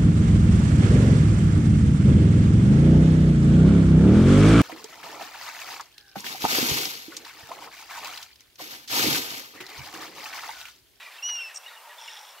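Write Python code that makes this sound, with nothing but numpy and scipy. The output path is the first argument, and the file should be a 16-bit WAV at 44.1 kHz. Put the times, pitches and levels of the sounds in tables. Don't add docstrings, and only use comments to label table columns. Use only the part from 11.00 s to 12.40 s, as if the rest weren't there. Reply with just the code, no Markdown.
import sys
import numpy as np
from scipy import signal
from scipy.io import wavfile
from scipy.ndimage import uniform_filter1d

SR = 44100
rng = np.random.default_rng(int(sys.argv[2]) if len(sys.argv) > 2 else 0)


def dump(signal):
    limited = np.clip(np.atleast_2d(signal).T, -1, 1)
    pcm = np.round(limited * 32767).astype(np.int16)
    wavfile.write(sys.argv[1], SR, pcm)


def volts_from_db(level):
    exponent = np.asarray(level, float) / 20
    return 10 ** exponent


N = 61739
T = np.arange(N) / SR


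def evened(x):
    return x / np.sqrt(np.mean(x ** 2) + 1e-20)


def add(mix, s, sound):
    part = mix[round(s * SR):][:len(sound)]
    part += sound[:len(part)]


def curve(points):
    return np.interp(T, *np.transpose(points))


def resonate(x, hz, width):
    turn = np.exp(2j * np.pi * np.cumsum(hz * np.ones(len(x))) / SR)
    r = np.exp(-np.pi * width / SR)
    return 2 * (turn * signal.lfilter([1 - r], [1, -r], x / turn)).real


def resonate_twice(x, hz, width):
    return resonate(resonate(x, hz, width), hz, width)


def wander(per_s):
    return evened(signal.lfilter(*signal.butter(2, per_s, fs=SR), rng.standard_normal(N)))


def noise(points, patchy_db):
    hz = np.fft.rfftfreq(512, 1 / SR)
    f, db = np.transpose(points)
    a, b, patch = rng.standard_normal((N // 128 + 5, 257, 3)).T
    patch = uniform_filter1d(patch, size=5, axis=0)
    patch = evened(uniform_filter1d(patch, size=10, axis=1))
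    shape = np.interp(np.log(hz + 1), np.log(f), db)[:, None]
    bins = (a + 1j * b) * volts_from_db(shape + patchy_db * patch)
    return evened(signal.istft(bins, nperseg=512, noverlap=384)[1][:N])


def note(length, first_hz, last_hz, db, octave_db, rough_db=0):
    bow, waver, level_rough_db, edge = 0.049, .005, 1.2, .6
    u = np.arange(round(length * SR)) / (length * SR)
    hoarse = uniform_filter1d(rng.standard_normal((3, 4000)), size=90)
    hoarse = uniform_filter1d(hoarse, size=90)[:, :len(u)] * 12
    glide = first_hz + (last_hz - first_hz) * u
    hz = glide * (1 + bow * (np.sin(np.pi * u) - .5) + waver * hoarse[0])
    turns = 2 * np.pi * np.cumsum(hz) / SR
    shape = volts_from_db(db + level_rough_db * hoarse[1]) * np.sin(np.pi * u) ** edge
    octave = volts_from_db(octave_db + rough_db * hoarse[2]) * np.sin(2 * turns)
    return np.sqrt(2) * shape * (np.sin(turns) + octave)


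# frequency [Hz], density [dB per Hz].
HISS_COLOUR = [(35, -78), (60, -45), (254, -43), (445, -14.5), (1080, -3.5), (2930, -2.5), (3970, -2.5),
               (14300, -2.5), (15700, -6.5)]


def microphone_hiss():
    hiss = np.array([noise(HISS_COLOUR, patchy_db=0.0), noise(HISS_COLOUR, patchy_db=0.0)])
    return volts_from_db(-49 - 5.5) * hiss


# frequency [Hz], density [dB per Hz].
FIELD_COLOUR = [(60, -28), (200, -35.5), (400, -11.5), (600, -1), (900, 3), (1500, -0.5), (2400, -10.5),
                (4500, -14.5), (9000, -18.5)]


def far_field():
    return volts_from_db(-52.5) * noise(FIELD_COLOUR, patchy_db=0.5)


# start [s], level [dB], decay time [s].
HOOF_SCUFFS = [
    (0.29, -38.5, 0.004),
    (.297, -38.5, 0.006),
    (0.353, -46.5, 0.0086),
    (.385, -44, 0.0073),
    (.402, -47, 0.0051),
    (0.412, -51, 0.0056),
    (0.514, -58, .006),
    (0.981, -52, .005),
]


def hoof_scuffs():
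    out = np.zeros(N)
    for s, db, decay in HOOF_SCUFFS:
        add(out, s, volts_from_db(db) * np.exp(-T[:3000] / decay) * rng.standard_normal(3000))
    out = 3 * resonate_twice(out, 1900, 2360)
    return signal.lfilter(*signal.butter(2, 900, "high", fs=SR), out)


# time [s], level [dB].
GRASS_SWELL = [(0, -46), (.1, -52.5), (.16, -48.5), (.21, -53), (.3, -50.5), (.41, -54.5), (.5, -52),
               (.6, -61), (.68, -48.5), (.8, -57), (.92, -52.5), (.97, -57), (1.0, -53), (1.1, -49.5),
               (1.2, -52.5), (1.3, -55.5), (1.4, -54)]
# frequency [Hz], density [dB per Hz].
GRASS_COLOUR = [(600, -18), (1200, -5), (2200, 3), (3400, 0), (4800, -5.5), (7000, -15.5), (11000, -25.5)]


def grass_rustle():
    level_db = curve(GRASS_SWELL) + 0.73 * wander(28)
    return noise(GRASS_COLOUR, patchy_db=2.2) * volts_from_db(level_db)


# start [s], level [dB], pitch [Hz].
DOVE_PULSES = [(0.761, -48, 876), (0.83, -46, 996), (0.847, -42.5, 909), (0.869, -43.5, 877),
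               (0.889, -45.5, 958), (0.919, -47, 944), (0.948, -45.5, 910), (0.982, -44, 951),
               (1.017, -43, 890), (1.054, -44, 900), (1.088, -47, 874), (1.124, -46, 883),
               (1.168, -47.5, 809), (1.2, -45.5, 873), (1.226, -46, 845), (1.269, -56, 820)]


def dove():
    length_s, trim_db, sag = .019, -4.5, .04
    out = np.zeros(N)
    for s, db, hz in DOVE_PULSES:
        add(out, s, note(length_s, hz * (1 + sag), hz * (1 - sag), db + trim_db, -45))
    return out


# start [s], length [s], first pitch [Hz], last pitch [Hz], level [dB].
TWITTER_NOTES = [
    (.004, 0.02, 1900, 1940, -50.5),
    (.022, 0.024, 1900, 1853, -53),
    (0.134, 0.037, 1777, 1816, -54),
    (0.364, 0.017, 1367, 1426, -52),
    (0.391, 0.022, 1540, 1425, -49),
    (0.727, 0.022, 1800, 1880, -52.5),
    (0.749, .014, 1830, 1730, -52),
    (1.093, 0.028, 1828, 1820, -50),
    (1.149, 0.04, 1885, 1863, -56.5),
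]
# start [s], length [s], first pitch [Hz],
# last pitch [Hz], level [dB].
PURE_CHIPS = [(.024, .02, 2350, 2380, -47.5), (.046, 0.013, 2380, 2330, -50),
              (.06, 0.014, 2330, 2310, -43.5), (.08, .014, 2420, 2270, -48), (.054, 0.039, 1950, 1880, -50),
              (.136, .012, 2700, 3500, -54), (0.17, .008, 3550, 3950, -51), (.07, .03, 1150, 1100, -56),
              (0.63, 0.012, 3200, 3450, -53), (.498, .008, 3530, 3530, -53), (.514, .009, 3520, 3480, -55),
              (.454, 0.0076, 1750, 1674, -54), (.538, 0.015, 2650, 2600, -54),
              (0.18, 0.013, 2890, 3250, -48.5), (0.18, 0.027, 2740, 2610, -46.5),
              (.282, 0.017, 3940, 4700, -47.5), (0.892, 0.029, 1930, 1820, -48),
              (0.98, 0.014, 3480, 3440, -45), (1, .011, 3400, 3250, -48), (.676, .02, 3700, 3720, -46),
              (.676, .022, 1880, 1860, -47), (.914, .02, 1720, 1670, -50), (0.486, 0.0227, 2030, 1700, -48),
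              (0.507, 0.017, 1600, 1900, -45.5), (.31, 0.015, 914, 890, -49),
              (.865, 0.058, 590, 577, -58.5), (.887, 0.0099, 2700, 2970, -52),
              (.045, 0.034, 5200, 4670, -58.5), (0.654, 0.015, 1900, 2250, -56),
              (0.66, 0.016, 2830, 2840, -39.5), (0.77, 0.015, 2866, 2790, -47),
              (0.704, 0.022, 1408, 1370, -53), (.722, 0.0099, 2800, 2480, -51),
              (.758, 0.027, 2860, 2850, -57), (.782, 0.025, 2600, 2840, -57),
              (1.076, 0.017, 2854, 2680, -39.5), (1.077, 0.013, 2202, 2180, -43.5),
              (1, 0.03, 2680, 2640, -53), (1.378, 0.012, 2905, 2830, -52),
              (0.286, .012, 1267, 1260, -47.5),
    (0.386, 0.024, 3066, 3016, -43),
    (.405, 0.021, 2420, 2440, -46.5),
    (0.407, 0.0098, 3130, 3200, -48),
    (0.412, .011, 3500, 3500, -53),
    (.426, 0.019, 2520, 1830, -49),
    (0.357, 0.012, 3350, 3270, -49),
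    (.36, 0.017, 4300, 4300, -56),
]


def twitterers():
    out = np.zeros(N)
    for s, *glide in TWITTER_NOTES:
        add(out, s, note(*glide, octave_db=-2, rough_db=1.5))
    for s, *glide in PURE_CHIPS:
        add(out, s, note(*glide, octave_db=-19.5))
    return out


# time [s], level [dB].
RASP_SWELL = [
    (.975, -77),
    (.99, -54.5),
    (1.1, -48.5),
    (1.19, -53.5),
    (1.21, -59.5),
    (1.33, -57.5),
    (1.35, -89),
]


def rasp():
    grain = rng.standard_normal(N) * volts_from_db(3.9 * wander(130))
    band = resonate_twice(grain, 3450, 620)
    return evened(band) * volts_from_db(curve(RASP_SWELL))


# time [s], level [dB].
HAZE_SWELL = [
    (.975, -75),
    (.99, -60),
    (1.014, -54),
    (1.12, -54),
    (1.236, -56.5),
    (1.25, -58),
    (1.33, -58),
    (1.35, -88),
]
# frequency [Hz], width [Hz], level [dB].
RATTLE_THROAT = [(5400, 770, 1), (6920, 800, -8.5), (8500, 1200, -7.5)]


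def rattle_haze():
    breath = rng.standard_normal(N) * volts_from_db(3 * wander(150))
    haze = np.zeros(N)
    for hz, width, db in RATTLE_THROAT:
        haze += volts_from_db(db) * evened(resonate_twice(breath, hz, width))
    return evened(haze) * volts_from_db(curve(HAZE_SWELL))


# time [s], main ring level [dB], main ring [Hz], upper ring level [dB], lower ring level [dB].
RATTLE_TICKS = [(0.9837, -48, 5280, -60, -53), (1.0014, -45, 5230, -61, -49), (1.0142, -38, 5620, -63, -52),
                (1.0214, -44, 5230, -60, -45), (1.038, -41, 5620, -60, -43), (1.058, -42, 5290, -51, -46),
                (1.0774, -40, 5440, -49, -46), (1.0959, -38, 5240, -49.5, -42),
                (1.1149, -40, 5470, -52, -44), (1.1343, -39.5, 5640, -59, -47),
                (1.1535, -40.5, 5580, -60, -50), (1.1722, -40.5, 5260, -59, -47),
                (1.1917, -40.5, 5690, -62, -52.5), (1.2112, -39.5, 5570, -65, -53),
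                (1.2316, -43.5, 5700, -63, -50), (1.2515, -50, 5590, -67, -54),
                (1.2684, -49, 5340, -60, -50), (1.2896, -48, 5700, -61, -50), (1.308, -46, 5480, -62, -50),
                (1.3284, -51, 5200, -67, -61)]


def rattler():
    tick_len_s, upper_hz = .0043, 7100
    out = np.zeros(N)
    for s, db, hz, upper_db, lower_db in RATTLE_TICKS:
        lower_hz = 3350 * (1 + .05 * rng.standard_normal())
        rings = [(hz, db - 4.5), (upper_hz, upper_db), (lower_hz, lower_db - 4)]
        for ring_hz, ring_db in rings:
            ring_hz = ring_hz * (.99 + .005 * rng.standard_normal())
            add(out, s - .001, note(tick_len_s, 1.02 * ring_hz, .98 * ring_hz, ring_db, -60))
    return out + rattle_haze() + rasp()


# start [s], length [s], level [dB].
BUZZ_THROBS = [
    (.549, .004, -48),
    (.5595, .0052, -36),
    (.5652, .0042, -42),
    (.5704, .0026, -35.5),
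    (.5736, .0038, -35),
    (.579, .005, -45),
]


def buzzer():
    start_s, length_s, swings_per_s = .5428, .039, 80
    mid_hz, swing_hz, drone_hz, step_hz = 7260, 1610, 5560, 1430
    t = np.arange(round(length_s * SR)) / SR
    swing = np.cos(2 * np.pi * swings_per_s * t)
    hz = mid_hz + swing_hz * np.tanh(1.3 * swing) + 350 * wander(930)[:len(t)]
    step = 2 * np.pi * (hz - drone_hz) / step_hz
    hz = hz - 190 * np.sin(step)
    level_db = -41 - swing + 3 * (np.cos(step) - .5) + 2.45 * wander(400)[:len(t)]
    trill = volts_from_db(level_db) * np.sin(2 * np.pi * np.cumsum(hz) / SR)
    out = np.zeros(N)
    add(out, start_s, trill * np.sin(np.pi * t / length_s) ** 0.12)
    out = out + 0.38 * np.roll(out, round(0.002 * SR))
    for s, length, db in BUZZ_THROBS:
        add(out, s, note(length, drone_hz, drone_hz, db, -55))
    return out


# time [s], fundamental level [dB], octave level [dB].
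WHISTLE_STRENGTH = [
    (.222, -41, -60),
    (.23, -36, -40),
    (0.249, -35.5, -31.5),
    (.292, -33, -31.5),
    (.37, -35, -36.5),
    (.392, -34, -46.5),
    (.45, -37, -45),
    (.484, -43, -50.5),
    (.524, -57, -65),
]


def zebra():
    rise_s, droop_s, octave_end_s, flutter_db = 0.0044, .485, .494, 1.24
    s, db, octave_db = np.transpose(WHISTLE_STRENGTH)
    since = np.clip(T, s[0], s[-1]) - s[0]
    pitch = 3054 - 1630 * since - 400 * np.exp(-since / .0215)
    pitch -= 2300 * np.maximum(s[0] + since - droop_s, 0)
    turns = 2 * np.pi * np.cumsum(pitch) / SR
    gate = np.clip((T - s[0]) / rise_s, 0, 1) * np.clip((s[-1] - T) / rise_s, 0, 1)
    voice_break_db = 4 * np.clip((T - droop_s) / rise_s, 0, 1)
    first = volts_from_db(np.interp(T, s, db) + flutter_db * wander(54) - voice_break_db)
    second = volts_from_db(np.interp(T, s, octave_db) + flutter_db * wander(68))
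    second *= np.clip((octave_end_s - T) / rise_s, .1, 1)
    third = volts_from_db(-67 + 3 * wander(30))
    tone = first * np.sin(turns) + second * np.cos(2 * turns) + third * np.sin(3 * turns)
    air = first * volts_from_db(-41) * evened(resonate(rng.standard_normal(N), pitch, 230))
    return gate * (np.sqrt(2) * tone + air)


def tree_line(x):
    t60_s, build_s, top_hz = 0.85, 0.01, 3500
    fade = volts_from_db(-60 * T[:SR] / t60_s) * np.clip(T[:SR] / build_s, 0, 1)
    taps = rng.standard_normal((3, SR)) * fade
    taps = taps[0] + 0.067 * taps[1:]
    taps = signal.lfilter(*signal.butter(2, top_hz, fs=SR), taps)
    taps = taps / np.linalg.norm(taps[0])
    return volts_from_db(-18.5) * signal.fftconvolve(x[None], taps, axes=1)[:, :N]


def scene():
    voices = dove() + twitterers() + rattler() + buzzer() + zebra()
    ground = hoof_scuffs() + grass_rustle()
    return voices + ground + tree_line(voices) + far_field()


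def band_limit(x):
    return signal.sosfilt(signal.butter(12, 16760, fs=SR, output="sos"), x)


def record(dry):
    heard = dry + microphone_hiss()
    cut = signal.lfilter(*signal.butter(2, 267, "high", fs=SR), heard)
    edge = signal.firwin(1023, 15770, window=("kaiser", 10), fs=SR)
    mix = signal.oaconvolve(cut, edge[None], "same")
    return band_limit(mix)


dry = scene()
out = record(dry)
dump(out)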